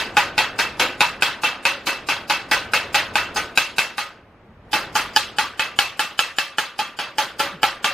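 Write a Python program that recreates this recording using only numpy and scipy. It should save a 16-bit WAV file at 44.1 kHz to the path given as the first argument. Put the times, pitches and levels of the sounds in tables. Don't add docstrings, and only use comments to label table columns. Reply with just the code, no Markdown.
import sys
import numpy as np
from scipy import signal
from scipy.fft import rfft, irfft, next_fast_len
from scipy.io import wavfile
from scipy.ndimage import uniform_filter1d, minimum_filter1d, map_coordinates

SR = 44100
rng = np.random.default_rng(int(sys.argv[2]) if len(sys.argv) > 2 else 0)


def wav_out(sig):
    wavfile.write(sys.argv[1], SR, np.round(np.clip(np.atleast_2d(sig).T, -1, 1) * 32767).astype(np.int16))


def amplitude_ratio(level_db):
    exponent = np.asarray(level_db, float) / 20
    return 10 ** exponent


N = 349713
LIFE = SR // 2
TURN_S = 4.4

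# (time [s], force [dB], squareness of the hit [dB], share on the tube wall [dB],
# bare steel against slag [dB])
FIRST_TAPS = [(-0.043, -22, -10.5, -14, 5), (0.1688, -19, 2.5, -0.5, 0), (0.3797, -20.5, 2.5, 0, 0.5),
              (0.5895, -21.5, -2.5, -9, 1.5), (0.7958, -18.5, -18, -10, 0.9), (1.0066, -20, 5.5, -0.5, 0.5),
              (1.2229, -21.5, 4.5, -8.5, 2.5), (1.4345, -20.5, -4, -6.5, -2.5),
              (1.653, -21.5, 4.5, -15, 0.5), (1.8676, -22.5, -11, -9, 2), (2.0875, -22.5, -0.5, -3, 1),
              (2.2981, -21.5, -3.5, 1, 0.5), (2.5129, -20, -9, 0, 2.5), (2.7354, -20.5, 1, -4, 2),
              (2.9445, -18.5, -2, -3, 0.5), (3.1555, -21.5, 4.5, 0.5, 0.5), (3.3605, -25, -15, -0.5, 4.5),
              (3.575, -24, 9, -15.5, 6.5), (3.7831, -24.5, 3.2, -15, 6), (3.9811, -29, 1.5, 1.5, 4)]
# (time [s], force [dB], squareness of the hit [dB], share on the tube wall [dB],
# bare steel against slag [dB])
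SECOND_TAPS = [(4.7306, -21.5, -9, -0.5, 3), (4.9536, -22.5, -3.5, 2, 5.5), (5.1625, -29.5, 7, 11, 9),
               (5.385, -24.5, 2.6, 2.5, 3.5), (5.595, -25.5, 3.5, -10, 1.5), (5.789, -24.5, 9.5, -15.5, 6),
               (5.994, -26.5, 3.2, 0.5, 6.5), (6.1911, -26.5, 8, -15, 6.5), (6.3852, -27.5, 6, -15, 5.5),
               (6.584, -27, 5, 0.5, 4.5), (6.7906, -28.5, 0.5, 5.5, 3.5), (6.989, -28, -0.5, -2.5, 0.5),
               (7.1836, -25, 2, 4.5, 5.7), (7.395, -23.5, -9.5, 0, 4.5), (7.6313, -24, 4.5, 6, 4),
               (7.844, -22.5, 2, -3.5, 2.5)]
TAPS = FIRST_TAPS + SECOND_TAPS
TAP_S, FORCE_DB, SQUARE_DB, WALL_DB, BARE_DB = np.transpose(TAPS)[..., None]
FROM_FIRST = TAP_S < TURN_S


def unit(x):
    return x / np.sqrt(np.mean(x ** 2) + 1e-20)


def along(points, hz):
    f, v = np.transpose(points)
    return np.interp(np.log(hz + 1), np.log(f + 1), v)


def shaped(x, gain):
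    m = next_fast_len(x.shape[-1] + 4096)
    spectrum = rfft(x, m) * gain(np.fft.rfftfreq(m, 1 / SR))
    return irfft(spectrum, m)[..., :x.shape[-1]]


def stereo_spread(hz, wider_db=0):
    # (frequency [Hz], side minus mid [dB])
    side_over_mid = [(60, -28), (110, -32.5), (200, -31), (380, -26), (700, -24.5), (1290, -15.5),
                     (2380, -13), (4400, -5.5), (8120, 0), (15000, -4)]
    return np.array([np.ones_like(hz), np.minimum(amplitude_ratio(along(side_over_mid, hz) + wider_db), 1)])


def reach(base_db, per_square, per_wall, per_bare):
    return base_db + per_square * SQUARE_DB + per_wall * WALL_DB + per_bare * BARE_DB


def snap_lift():
    lift_s, lift_db = [2.2981, 2.5129, 5.1626], [1.5, 1, 7.5]
    return np.dot(np.abs(TAP_S - lift_s) < .05, lift_db)[:, None]


def ring(modes, scatter_db, detune, swell, rough, size=16000):
    hz, db, t60 = np.transpose(modes)
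    t60 = np.minimum(t60, .5)
    t = np.arange(size, dtype=np.float32) / SR
    knots = np.clip(1 - np.abs(t * 80 - np.arange(31, dtype=np.float32)[:, None]), 0, 1)
    luck = rng.standard_normal((len(TAPS), len(modes), 2 + 2 * len(knots)), dtype=np.float32)
    decay = amplitude_ratio(db[:, None] - 60 * t / t60[:, None]) * (1 - np.exp(-t / swell))
    rows = []
    for row in luck:
        strength, bend = row[:, 0], row[:, 1]
        waver, drift = row[:, 2:].reshape(len(modes), 2, -1).transpose(1, 0, 2) @ knots
        phase = 2 * np.pi * np.outer(hz * (1 + detune * bend), t) + rough * (drift - drift[:, :1])
        partials = decay * (1 + .5 * rough * waver) * np.sin(phase, dtype=np.float32)
        rows.append(amplitude_ratio(scatter_db * strength) @ partials)
    return np.pad(rows, ((0, 0), (0, LIFE - size)))


def hammer_tip():
    # (frequency [Hz], level [dB], t60 [s])
    tip_before = [(1010, -17.5, 0.022), (1538, -4, 0.024), (3730, -6, 0.018), (4460, -7, 0.0056),
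                  (7160, -15, 0.013), (8830, -20.5, 0.014), (13660, -26, .004)]
    # (frequency [Hz], level [dB], t60 [s])
    tip_after = [(847, -14, 0.12), (1376, -9, 0.075), (1710, -2, 0.02), (2460, -9.5, 0.042),
                 (4630, -12, 0.018), (7220, -12, 0.0089), (13700, -25, .004)]
    t = np.arange(LIFE) / SR
    crack_hz = np.where(FROM_FIRST, 2535, 3004)
    ping_hz, ping_t60_s = 4820, 0.012
    ping_db = reach(1.7, -0.27, 0.93, 0.25) + snap_lift()
    tip = np.where(FROM_FIRST, ring(tip_before, 2, .03, 1e-4, 0, size=2000),
                   ring(tip_after, 2, .03, 1e-4, 0, size=2000))
    tip = tip + amplitude_ratio(3.4 - 60 * t / 0.012) * np.sin(2 * np.pi * np.outer(crack_hz, t))
    tip *= amplitude_ratio(9.5 + 1.3 * SQUARE_DB)
    return tip + amplitude_ratio(ping_db - 60 * t / ping_t60_s) * np.sin(2 * np.pi * ping_hz * t)


def tube_wall():
    # (frequency [Hz], level [dB], t60 [s])
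    wall_boom = [(853, 5.5, .1)]
    return ring(wall_boom, 0, .005, 0.005, 0.7) * amplitude_ratio(3 + 1.26 * WALL_DB)


def steel_modes():
    # (frequency [Hz], level [dB], t60 [s])
    bar_modes = [(2575, -4, .1), (2612, -9, .25), (2640, -9, .33), (2668, -11, .3), (2695, -10, .33),
                 (2745, -6, .14)]
    # (frequency [Hz], level [dB], t60 [s])
    frame_modes = [(555, -18.5, 0.53), (618, -23, 0.78), (695, -34, 0.19), (1286, -9, 0.11),
                   (1308, -9, 0.21), (1610, -16.5, 0.22), (1970, -25.5, 0.11), (1962, -5.5, 0.25),
                   (2194, -8.5, 0.2), (3090, -22.5, 0.3), (3250, -7, 0.26), (4160, -25, 0.12),
                   (4063, -11, 0.24), (4325, -12, .2), (4710, -14.5, 0.27), (5260, -16.5, 0.19),
                   (6400, -13.5, 0.16)]
    # (frequency [Hz], level [dB], t60 [s])
    first_side_modes = [(969, -1.5, 0.13), (1244, -10, 0.41), (1518, -14, 1), (2320, -5, 0.13)]
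    # (frequency [Hz], level [dB], t60 [s])
    second_side_modes = [(1185, -9, 0.5), (1660, -8, 0.1)]
    bar = ring(bar_modes, 2, .003, .003, 1.3) * amplitude_ratio(reach(1.5, 0.12, -.3, -0.32))
    frame = ring(frame_modes, 1.5, .004, .003, 1.9)
    one_side = np.where(FROM_FIRST, ring(first_side_modes, 2, .003, .003, .7),
                        ring(second_side_modes, 2, .003, .003, 1.8))
    return bar + frame + one_side


def dying_noise(repeat):
    # (frequency [Hz], t60 [s])
    dying = [(200, 0.61), (700, 0.37), (1800, 0.44), (4800, 0.32), (12000, 0.26)]
    noise = rng.standard_normal((len(TAPS), 2, LIFE))
    noise = np.sqrt(1 - repeat) * noise + np.sqrt(repeat) * rng.standard_normal((2, LIFE))
    hz, t, z = signal.stft(noise, SR, nperseg=128)
    patches = uniform_filter1d(rng.standard_normal(z[:, :1].shape), size=2, axis=2)
    patches = unit(uniform_filter1d(patches, size=10, axis=3))
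    z = z * amplitude_ratio(2.5 * patches - 60 * t / along(dying, hz)[:, None])
    tail = signal.istft(z, SR, nperseg=128)[1][..., :LIFE]
    return tail * (1 - np.exp(-np.arange(LIFE) / (SR * 0.0013)))


def frame_clang(shed):
    # (frequency [Hz], level [dB per Hz])
    clang_colour = [(60, -15.5), (200, -14), (450, -16), (800, 1), (1400, 1), (2200, -0.5), (3000, 0),
                    (5000, -5.5), (5900, -11.5), (6400, -12), (8000, -17), (12000, -21.5), (15000, -23)]
    clang = shaped(shed, lambda hz: amplitude_ratio(along(clang_colour, hz)) * stereo_spread(hz))
    return clang * amplitude_ratio(3) / np.sqrt(np.mean(clang[:, 0, :400] ** 2))


def shed_echo(tip, wall, steel, shed):
    # (delay [s], level [dB])
    walls = [
        (.0045, -12),
        (.0085, -2.5),
        (.013, -14.5),
        (.02, -28),
        (.031, -21),
    ]
    t = np.arange(LIFE // 2) / SR
    feed = shed[..., :LIFE // 2] * amplitude_ratio(-t * 260)
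    echo = amplitude_ratio(-26.0) * signal.fftconvolve((steel + .5 * wall)[:, None], feed, axes=2)[..., :LIFE]
    turns = rng.uniform(-2.04, 1, (len(TAPS), 2, len(walls)))
    dull = uniform_filter1d(tip, size=5, axis=1) * amplitude_ratio(-.5 * SQUARE_DB)
    for k, (delay_s, db) in enumerate(walls):
        echo += amplitude_ratio(db) * turns[..., k, None] * np.roll(dull, round(delay_s * SR), 1)[:, None]
    return shaped(echo, stereo_spread)


def contact(hz):
    # (frequency [Hz], width [octaves])
    spots = [(4530, 1), (317, 0.79), (1440, 0.22)]
    snap_db = reach(-1.68, 0.056, -0.077, 0.46) + snap_lift()
    thud_db = reach(4.5, -0.54, 0.11, 0.33)
    clank_db = reach(2.33, -0.0071, 0.23, 0.11)
    db = BARE_DB * np.clip(np.log2((hz + 1) / 5000), 0, 1)
    for spot_db, (centre_hz, octaves) in zip((snap_db, thud_db, clank_db), spots):
        db = db + 1.02 * spot_db * np.exp(-(np.log2((hz + 1) / centre_hz) / octaves) ** 2)
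    radiation = 1j * hz / (140 + 1j * hz)
    return (amplitude_ratio(db) * radiation)[:, None]


def hammer():
    tip, wall, steel = hammer_tip(), tube_wall(), steel_modes()
    shed = dying_noise(repeat=0.26)
    near = tip + wall + steel * amplitude_ratio(-3.0)
    side = np.where(FROM_FIRST, -.02, -.1) * near + 0.94 * np.gradient(tip, axis=1)
    blows = frame_clang(shed) + shed_echo(tip, wall, steel, shed) + np.stack([near, side], 1)
    out = np.zeros((2, N + SR + LIFE))
    for start_s, db, blow in zip(TAP_S[:, 0], FORCE_DB[:, 0], shaped(blows, contact)):
        out[:, SR + round(start_s * SR):][:, :LIFE] += amplitude_ratio(db) * blow
    return out[:, SR:SR + N]


def stand_scuff():
    time_s, span_s, level_db = 7.555, .022, -37
    start_hz, sag_hz_per_s = 170, 1500
    u = np.arange(N) / SR - time_s
    groan = np.sin(2 * np.pi * (start_hz - .5 * sag_hz_per_s * u) * u)
    return amplitude_ratio(level_db) * np.exp(-(u / span_s) ** 2) * groan


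def yard():
    # (time [s], level [dB])
    yard_loudness = [(0.0, -42.5), (1.83, -49.5), (3.07, -45), (3.4, -44), (3.6, -49.5), (4.24, -57),
                     (4.6, -57), (4.9, -46.5), (6.56, -59), (7.51, -50.5), (7.93, -51.5)]
    # (frequency [Hz], level [dB per Hz])
    rumble_colour = [(12, -33.5), (25, -7.5), (43, -5.5), (100, 0), (150, -5), (220, -5.5), (350, -50.5),
                     (700, -100)]
    # (frequency [Hz], level [dB per Hz])
    traffic_colour = [(120, -14), (220, -2), (420, -1.5), (900, -5.5), (2400, -16.5), (4600, -33),
                      (8000, -43), (16000, -43)]
    lorry_s, lorry_span_s, lorry_db = 4.55, .35, 9.5
    rumble_db, rush_db, rumble_swing = -5.5, 2.5, 1.15
    wider_db = 7
    t = np.arange(N) / SR
    loud_db = np.interp(t, *np.transpose(yard_loudness))
    swell_db = loud_db.mean() + rumble_swing * (loud_db - loud_db.mean())
    swell_db += lorry_db * np.exp(-((t - lorry_s) / lorry_span_s) ** 2)
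    lumps = amplitude_ratio(1.3 * map_coordinates(rng.standard_normal(80), [t * 5]))

    def coloured_noise(colour):
        noise = rng.standard_normal((2, N))
        return unit(shaped(noise, lambda hz: amplitude_ratio(along(colour, hz)) * stereo_spread(hz, wider_db)))
    rumble = amplitude_ratio(swell_db + rumble_db) * lumps * coloured_noise(rumble_colour)
    rush = amplitude_ratio(loud_db + rush_db) * coloured_noise(traffic_colour)
    return rumble + rush


def scene():
    mid, side = hammer() + stand_scuff() * [[1], [0]] + yard()
    return np.array([mid + side, mid - side])


def roll_off(x):
    return signal.sosfilt(signal.butter(12, 16410, fs=SR, output="sos"), x)


def record(dry):
    # (frequency [Hz], share of the sound spread over a frame [dB])
    smear = [(300, -20), (2000, -17), (5000, -7.5), (9000, 0.5), (15000, -1.5)]
    # (frequency [Hz], share lost in mid [0-1], share lost in side [0-1])
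    lost = [(5800, 0, 0), (6600, .07, 1), (10000, .35, 1), (13000, .5, 1), (15000, .65, 1)]
    sharp_peak, top_hz = 0.72, 15300
    lead = 293
    rounded = dry / (1 + np.abs(dry / .93) ** 6) ** (1 / 6)
    left, right = np.pad(rounded, ((0, 0), (lead, 0)))

    hz, _, z = signal.stft(np.array([left + right, left - right]) / 2, SR, nperseg=2048)
    peak = -minimum_filter1d(-np.abs(np.pad(left + right, (0, 2048))) / 2, size=2048)
    peak = peak[::1024][:z.shape[2]]
    share = np.minimum(amplitude_ratio(along(smear, hz)), .95)[:, None] * np.clip((sharp_peak - peak) / 0.37, .35, .75)
    spread = np.abs(z) * np.exp(2j * np.pi * rng.random(z.shape))
    z = np.sqrt(1 - share ** 2) * z + 1.39 * share * spread
    smeared = signal.istft(z, SR, nperseg=2048)[1]

    hz, _, z = signal.stft(smeared, SR, "cosine", nperseg=2048)
    z *= amplitude_ratio(-np.clip(hz - top_hz, 0, 3000) * 0.035)[:, None]
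    dice = rng.random((2, 65, z.shape[2]))
    dice = np.repeat(np.repeat(dice, 16, 1), 2, 2)[:, :len(hz), :z.shape[2]]
    lost_hz, lost_mid, lost_side = np.transpose(lost)
    odds = np.array([np.interp(hz, lost_hz, lost_share) for lost_share in (lost_mid, lost_side)])[..., None]
    frame_db = 10 * np.log10(np.sum(np.abs(z[0]) ** 2, 0) + 1e-20)
    quiet = np.clip((frame_db.max() - 7 - frame_db) / 14, 0, 1)
    kept = z * (dice >= odds * quiet)
    mid, side = signal.istft(kept, SR, "cosine", nperseg=2048)[1][:, lead:lead + N]
    return roll_off(np.array([mid + side, mid - side]))


dry = scene()
out = record(dry)
wav_out(out)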